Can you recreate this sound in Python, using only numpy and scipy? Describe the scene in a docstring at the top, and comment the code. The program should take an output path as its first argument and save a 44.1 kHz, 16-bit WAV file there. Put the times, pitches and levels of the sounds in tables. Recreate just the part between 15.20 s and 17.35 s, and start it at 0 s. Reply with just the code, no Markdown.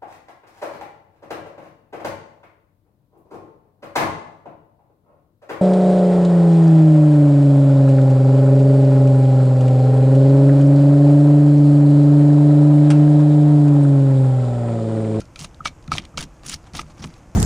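"""Faint wind and outdoor hiss, and at once the short rasp of a knife scaling a fish on a plastic table.
Each stroke is a rasp of tiny filtered ticks over a low table rumble; wet skin crackles faintly throughout.
Scales snap loose as spiked noise bursts; the blade knocks as a noise clack plus damped modes.
The hollow table top thuds in damped modes. An echo off the table and a short yard scatter follow."""
import sys
import numpy as np
from scipy import signal
from scipy.fft import rfft, irfft, next_fast_len
from scipy.io import wavfile
from scipy.ndimage import uniform_filter1d, map_coordinates

SR = 44100
rng = np.random.default_rng(int(sys.argv[2]) if len(sys.argv) > 2 else 0)


def pcm_store(signal):
    """Save signal as 16-bit PCM."""
    levels = np.round(np.clip(np.atleast_2d(signal), -1, 1) * 32767)
    wavfile.write(sys.argv[1], SR, levels.astype(np.int16).T)


N = 94815


def amp(db):
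    """Decibels to amplitude gain."""
    return 10 ** (np.asarray(db) / 20)


def unit(x):
    """Scale to rms 1."""
    return x / np.sqrt(np.mean(x ** 2) + 1e-20)


def burst(x, size):
    """Scale so that the loudest stretch of size samples has rms 1."""
    power = uniform_filter1d(x ** 2, size, mode="constant")
    return x / np.sqrt(power.max() + 1e-20)


def add(track, start_s, x):
    """Mix x into track from start_s, cut at the end."""
    i = max(round(start_s * SR), 0)
    track[i:i + len(x)] += x[:max(len(track) - i, 0)]


def wobble(knots_per_s):
    """Smooth random curve through normally distributed knots."""
    knots = rng.standard_normal(4096)
    return map_coordinates(knots, [np.arange(N) * knots_per_s / SR], mode="wrap")


def coloured(x, spectrum):
    """Minimum-phase filter with the given (Hz, dB) curve, built through the cepstrum."""
    size = 2 * next_fast_len(len(x) // 2 + 4096)
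    hz, db = np.transpose(spectrum)
    bins_hz = np.fft.rfftfreq(size, 1 / SR)
    gain = amp(np.interp(np.log(bins_hz + 1), np.log(hz + 1), db))
    # folding the cepstrum onto positive time makes the filter causal
    cepstrum = irfft(np.log(gain), size)
    cepstrum[1:size // 2] *= 2
    cepstrum[size // 2 + 1:] = 0
    response = np.exp(rfft(cepstrum))
    return irfft(rfft(x, size) * response, size)[:len(x)]


def resonance(x, hz, q):
    """One broad resonant peak."""
    b, a = signal.iirpeak(min(hz, SR / 3), max(q, .8), SR)
    return signal.lfilter(b, a, x)


def ring(modes, attack_s):
    """Sum of damped (Hz, dB, t60 s) modes under a common swell; each level varies randomly."""
    t = np.arange(SR // 3) / SR
    out = np.zeros(len(t))
    for hz, db, t60_s in modes:
        out += amp(db + rng.normal() - 60 * t / t60_s) * np.sin(2 * np.pi * hz * t)
    return out * (1 - np.exp(-(t / attack_s) ** 2))


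# Outdoor air spectrum. Each row: frequency in Hz, relative level in dB per Hz.
AIR_SPECTRUM = [(15, -35), (25, -0.5), (133, -7.5), (184, -12.5), (222, -16.5), (342, -12), (392, -27),
                (460, -18.5), (603, -18.5), (654, -20.5), (811, -21.5), (1090, -24), (1510, -28),
                (1820, -32.5), (2520, -33.5), (2730, -36), (3480, -41.5), (3780, -44.5), (6650, -36.5),
                (14200, -57.5), (15800, -78)]
OUTDOORS_DB, GUST_DB, GUST_KNOTS_PER_S = -46, -1, 8.2


def outdoors():
    """Wind and hiss as filtered noise; gusts move only the part below about 120 Hz."""
    air = unit(coloured(rng.standard_normal(N), AIR_SPECTRUM))
    low = signal.sosfilt(signal.butter(1, 120, fs=SR, output="sos"), air)
    gust = amp(GUST_DB * wobble(GUST_KNOTS_PER_S))
    return amp(OUTDOORS_DB) * (air + low * (gust - 1))


TICK_COLOUR_DB = 3.5  # random per tick and band
PATCH_PER_S, PATCH_DB = 110, 6  # neighbouring scales share a colour


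def ticks(rate_per_s, scatter_db):
    """Random clicks of random size through parallel resonances whose balance drifts by patch."""
    sizes = amp(scatter_db * np.clip(rng.standard_normal(N), -2, 2))
    hits = (rng.random(N) < rate_per_s / SR) * sizes
    out = np.zeros(N)
    # Each row: centre in Hz, Q.
    bands = [(700, 1), (1500, 3), (2200, 4), (2900, 5), (3700, 6), (4600, 6),
             (5600, 7), (6700, 7), (8100, 6), (9700, 7), (13500, 3)]
    for hz, q in bands:
        tick_db = TICK_COLOUR_DB * np.clip(rng.standard_normal(N), -2, 2)
        patch_db = PATCH_DB * np.clip(wobble(PATCH_PER_S), -2, 2)
        signs = rng.choice([-1, 1], N)
        out += resonance(hits * amp(tick_db + patch_db) * signs, hz, q)
    return unit(out)


# Spectrum applied to ticks of rasp and squish. Each row: frequency in Hz, relative level in dB per Hz.
RASP_SPECTRUM = [(150, -37), (320, -8.5), (520, -2.5), (800, 2), (1000, -0.5), (1250, 2.5), (1480, -4.5),
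                 (2250, -2), (3600, -5), (6000, -3.5), (7800, -12.5), (9700, -12), (11500, -25.5),
                 (15500, -27.5)]
SQUISH_PER_S, SQUISH_DB = 200, -69


def squish():
    """Wet skin under the holding hand: sparse faint ticks."""
    return amp(SQUISH_DB) * unit(coloured(ticks(SQUISH_PER_S, scatter_db=6), RASP_SPECTRUM))


def stroke_shape_db(start_s, end_s, rise_s, release_s):
    """Linear rise in dB, hold, linear release; both times are for 20 dB."""
    t = np.arange(N) / SR
    before = np.maximum(start_s - t, 0) / rise_s
    after = np.maximum(t - end_s, 0) / release_s
    return -20 * (before + after)


# Blade strokes and light brushes. Each row: start in seconds, end in seconds, level at start in dB,
# level at end in dB, rise in seconds per 20 dB, treble tilt in dB per octave, table rumble in dB.
BLADE_STROKES = [(0.002, 0.015, -37.5, -47, 0.0083, 1, -40), (0.196, 0.253, -39, -42, 0.025, 1, -42),
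                 (0.4497, 0.476, -36, -35.5, 0.0089, 0, -43), (0.719, 0.791, -30, -42, 0.0077, -1.5, -35),
                 (0.826, 0.849, -52, -55, .02, -3.5, -44.5), (0.975, 1.012, -31, -34, 0.0062, 0, -35),
                 (1.028, 1.049, -32.5, -52, .01, 1.5, -39.5), (1.236, 1.256, -50, -47.5, .004, -0.5, -49),
                 (1.261, 1.344, -38, -33.5, 0.021, 2.5, -42), (1.441, 1.481, -55.5, -52.5, .03, -3, -57),
                 (1.548, 1.61, -35, -35.5, 0.0099, 0, -38.5),
                 (1.675, 1.713, -60.5, -53.5, 0.098, -1, -49.5), (1.777, 1.807, -54, -46.5, 0.017, -1, -56),
                 (1.821, 1.847, -42.5, -38, 0.0026, -2, -40), (1.84, 1.868, -74, -49, 0.0089, 6, -39),
                 (1.894, 1.996, -57, -57.5, .02, -0.5, -53.5)]
# Table rumble spectrum. Each row: frequency in Hz, relative level in dB per Hz.
RUMBLE_SPECTRUM = [(25, -5.5), (60, -3.5), (90, -5), (115, -11), (155, -1), (220, -6.5), (330, -12),
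                   (480, -24), (1200, -46.5), (5000, -100)]
TICKS_PER_S, TICK_SCATTER_DB = 3600, 4
ROWS_PER_S, ROW_DEPTH_DB = 170, 2.5
RELEASE_S, RUMBLE_RISE_S, RUMBLE_RELEASE_S = 0.018, 0.033, 0.056  # each for 20 dB


def scraping():
    """The edge ticks over rows of scales and drags the table into a low noise rumble."""
    t, out = np.arange(N) / SR, np.zeros(N)
    for start_s, end_s, start_db, end_db, rise_s, tilt, rumble_db in BLADE_STROKES:
        held = (t > start_s - .01) & (t < end_s + .01)
        rows = amp(ROW_DEPTH_DB * wobble(ROWS_PER_S))
        tilted = [(hz, db + tilt * np.log2(hz / 4000)) for hz, db in RASP_SPECTRUM]
        rasp = coloured(ticks(TICKS_PER_S, TICK_SCATTER_DB) * rows, tilted)
        level_db = np.interp(t, [start_s, end_s], [start_db, end_db])
        level_db += stroke_shape_db(start_s, end_s, rise_s, RELEASE_S)
        out += rasp / rasp[held].std() * amp(level_db)

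        rumble = coloured(rng.standard_normal(N), RUMBLE_SPECTRUM)
        shape_db = stroke_shape_db(start_s, end_s, RUMBLE_RISE_S, RUMBLE_RELEASE_S)
        out += rumble / rumble[held].std() * amp(rumble_db + shape_db)
    return out


# Scales snapping loose. Each row: time in seconds, level in dB, centre in Hz.
SCALE_SNAPS = [(0.0055, -40.5, 4970), (0.0544, -51, 4370), (0.159, -35, 3280), (0.192, -34.5, 5000),
               (0.212, -33, 5000), (0.244, -35.5, 3800), (0.2468, -31.5, 3200), (0.345, -48, 3440),
               (0.4542, -27.5, 3730), (0.4565, -24, 1980), (0.4595, -23.5, 2670), (0.474, -29.5, 5000),
               (0.48, -29.5, 2270), (0.626, -54, 5050), (0.678, -41, 2570), (0.7182, -25.5, 3540),
               (0.731, -31, 4300), (0.738, -28, 3040), (0.764, -34, 5700), (0.7735, -30, 2880),
               (0.7822, -17.5, 2780), (0.799, -41, 2490), (0.8205, -49, 4500), (0.839, -50, 3000),
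               (0.852, -40, 3200), (0.9743, -24.5, 4840), (0.978, -25, 3370), (0.9897, -28.5, 3300),
               (1.008, -28.5, 4100), (1.027, -33, 4470), (1.039, -38, 4900), (1.234, -47.5, 4330),
               (1.2851, -35, 5400), (1.2965, -25, 7800), (1.316, -34.5, 4000), (1.328, -30, 4800),
               (1.331, -32, 3200), (1.3416, -25, 5730), (1.465, -54, 2480), (1.5353, -41, 3240),
               (1.551, -33, 4970), (1.571, -33, 4460), (1.581, -32, 4200), (1.594, -28, 3080),
               (1.608, -50, 4500), (1.794, -47.5, 3500), (1.825, -43.5, 3030), (1.8418, -33.5, 3620),
               (1.8745, -47, 2600), (1.94, -47, 4000)]
# Snap spectrum. Each row: frequency in Hz, relative level in dB per Hz.
SNAP_SPECTRUM = [(200, -6), (900, -12.5), (2300, 3), (6500, -0.5), (8000, -2.5), (9800, -3), (11500, -17.5),
                 (15500, -11)]
SNAP_BUILD_S, SNAP_T60_S = 0.0017, 0.013  # noise rise and decay, each for 60 dB
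SNAP_SPIKE, SNAP_Q = 4.1, 1.5


def snaps():
    """A stiff scale bends, creaks and flicks free: rising noise, a spike, decaying crackle, one resonance."""
    out = np.zeros(N)
    t = np.arange(-SR // 300, SR // 20) / SR
    envelope = amp(-60 * np.maximum(t / SNAP_T60_S, -t / SNAP_BUILD_S))
    for snap_s, db, hz in SCALE_SNAPS:
        crack = rng.standard_normal(len(t)) * envelope
        crack[np.argmax(t > .0005)] += SNAP_SPIKE
        crack = coloured(resonance(crack, hz, SNAP_Q), SNAP_SPECTRUM)
        add(out, snap_s + t[0], amp(db) * burst(crack, size=88))
    return out


# Blade knocks. Each row: start in seconds, ring level in dB, dull clack level in dB,
# ring pitch in Hz, upper mode offset in dB.
BLADE_KNOCKS = [(0.014, -43, -53, 1377, -1), (0.16, -41.5, -49, 1330, 7), (0.244, -44.5, -53, 1240, 0),
                (0.4046, -28, -65, 1280, -36), (0.4558, -19, -24.5, 1267, 6.5),
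                (0.68, -43.5, -64, 1320, -20), (0.7177, -15, -22.5, 1280, -3), (0.782, -37, -35, 1220, 7),
                (0.94, -45.5, -64, 1265, -20), (0.9761, -26, -33.5, 1260, 7),
                (1.5917, -27.5, -28.5, 1260, -12), (1.63, -48.5, -61, 1270, -13),
                (1.841, -41, -32, 1110, -5)]
# Knife-on-fish modes. Each row: ratio to ring pitch, relative level in dB, t60 in seconds.
BLADE_MODES = [(1, 14, 0.018), (1.06, -9, 0.021), (1.79, -14.5, 0.07), (2.19, -30, .06), (3.02, -32, .06),
               (4.7, -19.5, 0.05)]
# Clack spectrum. Each row: frequency in Hz, relative level in dB per Hz.
CLACK_SPECTRUM = [(120, -18), (350, -6), (550, -6), (800, -2), (1000, -3), (1250, 1), (1500, -6),
                  (1900, -5), (2600, -9), (5000, -26), (12000, -62)]
KNOCK_ATTACK_S, CLACK_T60_S = 0.004, 0.02


def knocks():
    """The blade lands or catches: damped modes plus a dull clack of decaying noise."""
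    out, t = np.zeros(N), np.arange(SR // 10) / SR
    for start_s, ring_db, clack_db, pitch_hz, upper_db in BLADE_KNOCKS:
        modes = []
        for ratio, db, t60_s in BLADE_MODES:
            is_upper = ratio > np.sqrt(2)
            modes.append((pitch_hz * ratio, db + upper_db * is_upper, t60_s))
        add(out, start_s, amp(ring_db) * burst(ring(modes, KNOCK_ATTACK_S), size=88))
        noise = rng.standard_normal(len(t)) * amp(-60 * t / CLACK_T60_S)
        clack = coloured(noise, CLACK_SPECTRUM)
        add(out, start_s, amp(clack_db) * burst(clack, size=176))
    return out


# Table thuds. Each row: start in seconds, level in dB.
TABLE_THUDS = [(0.206, -36), (0.402, -38.5), (0.454, -51), (0.68, -29), (0.728, -25), (0.94, -38.5),
               (0.99, -35), (1.342, -38), (1.537, -35), (1.629, -40.5), (1.795, -35), (1.844, -29.5)]
# Table top modes. Each row: frequency in Hz, relative level in dB, t60 in seconds.
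TABLE_MODES = [(86.3, -3.5, 0.13), (153.3, 2, .13), (201, -2, 0.079), (273, -19.5, 0.081)]
THUD_ATTACK_S = 0.0042


def thuds():
    """The hollow table top gives under a push and rings in four low damped modes."""
    out = np.zeros(N)
    for start_s, db in TABLE_THUDS:
        add(out, start_s, amp(db) * burst(ring(TABLE_MODES, THUD_ATTACK_S), size=440))
    return out


YARD_T60_S, YARD_BUILD_S, YARD_DB = 0.1, 0.0079, -19.5


def yard(x):
    """Short scatter from things nearby: convolution with swelling, decaying noise of unit energy."""
    t = np.arange(SR // 3) / SR
    tail = rng.standard_normal(len(t)) * amp(-60 * t / YARD_T60_S)
    tail *= 1 - np.exp(-t / YARD_BUILD_S)
    return signal.fftconvolve(x, tail / np.linalg.norm(tail))[:N]


ECHO_S, ECHO_GAIN = 0.0025, 0.26  # snaps off the table top


def scene():
    """All sources centred, with the table echo and yard scatter."""
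    cracks = snaps()
    near = squish() + scraping() + cracks + knocks() + thuds()
    add(near, ECHO_S, ECHO_GAIN * cracks)
    mono = outdoors() + near + amp(YARD_DB) * yard(near)
    return np.array([mono, mono])


# Difference between the ports. Each row: frequency in Hz, side over mid in dB before lag and lean.
PORT_SIDE_CURVE = [(1000, -66.5), (2800, -51.5), (5600, -33.5), (9000, -29), (10800, -25), (12000, -6.5),
                   (15000, 2)]
PORT_LAG_S, PORT_LEAN = 0.000307, 0.42  # the lean favours the right
EDGE_HZ, TOP_HZ = 15450, 16000  # treble fades out between these


def record(dry):
    """Two close microphone ports: opposite side signals, mainly in the top treble, and a band limit."""
    size = next_fast_len(N + 8192)
    bins_hz = np.fft.rfftfreq(size, 1 / SR)
    hz, db = np.transpose(PORT_SIDE_CURVE)
    side = amp(np.interp(np.log(bins_hz + 1), np.log(hz), db))
    side = side * (np.exp(-2j * np.pi * bins_hz * PORT_LAG_S) - PORT_LEAN)
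    band = np.clip((TOP_HZ - bins_hz) / (TOP_HZ - EDGE_HZ), 0, 1) ** 2
    ports = np.array([1 + side, 1 - side]) * band
    return irfft(rfft(dry, size) * ports, size)[:, :N]


dry = scene()
out = record(dry)
pcm_store(out)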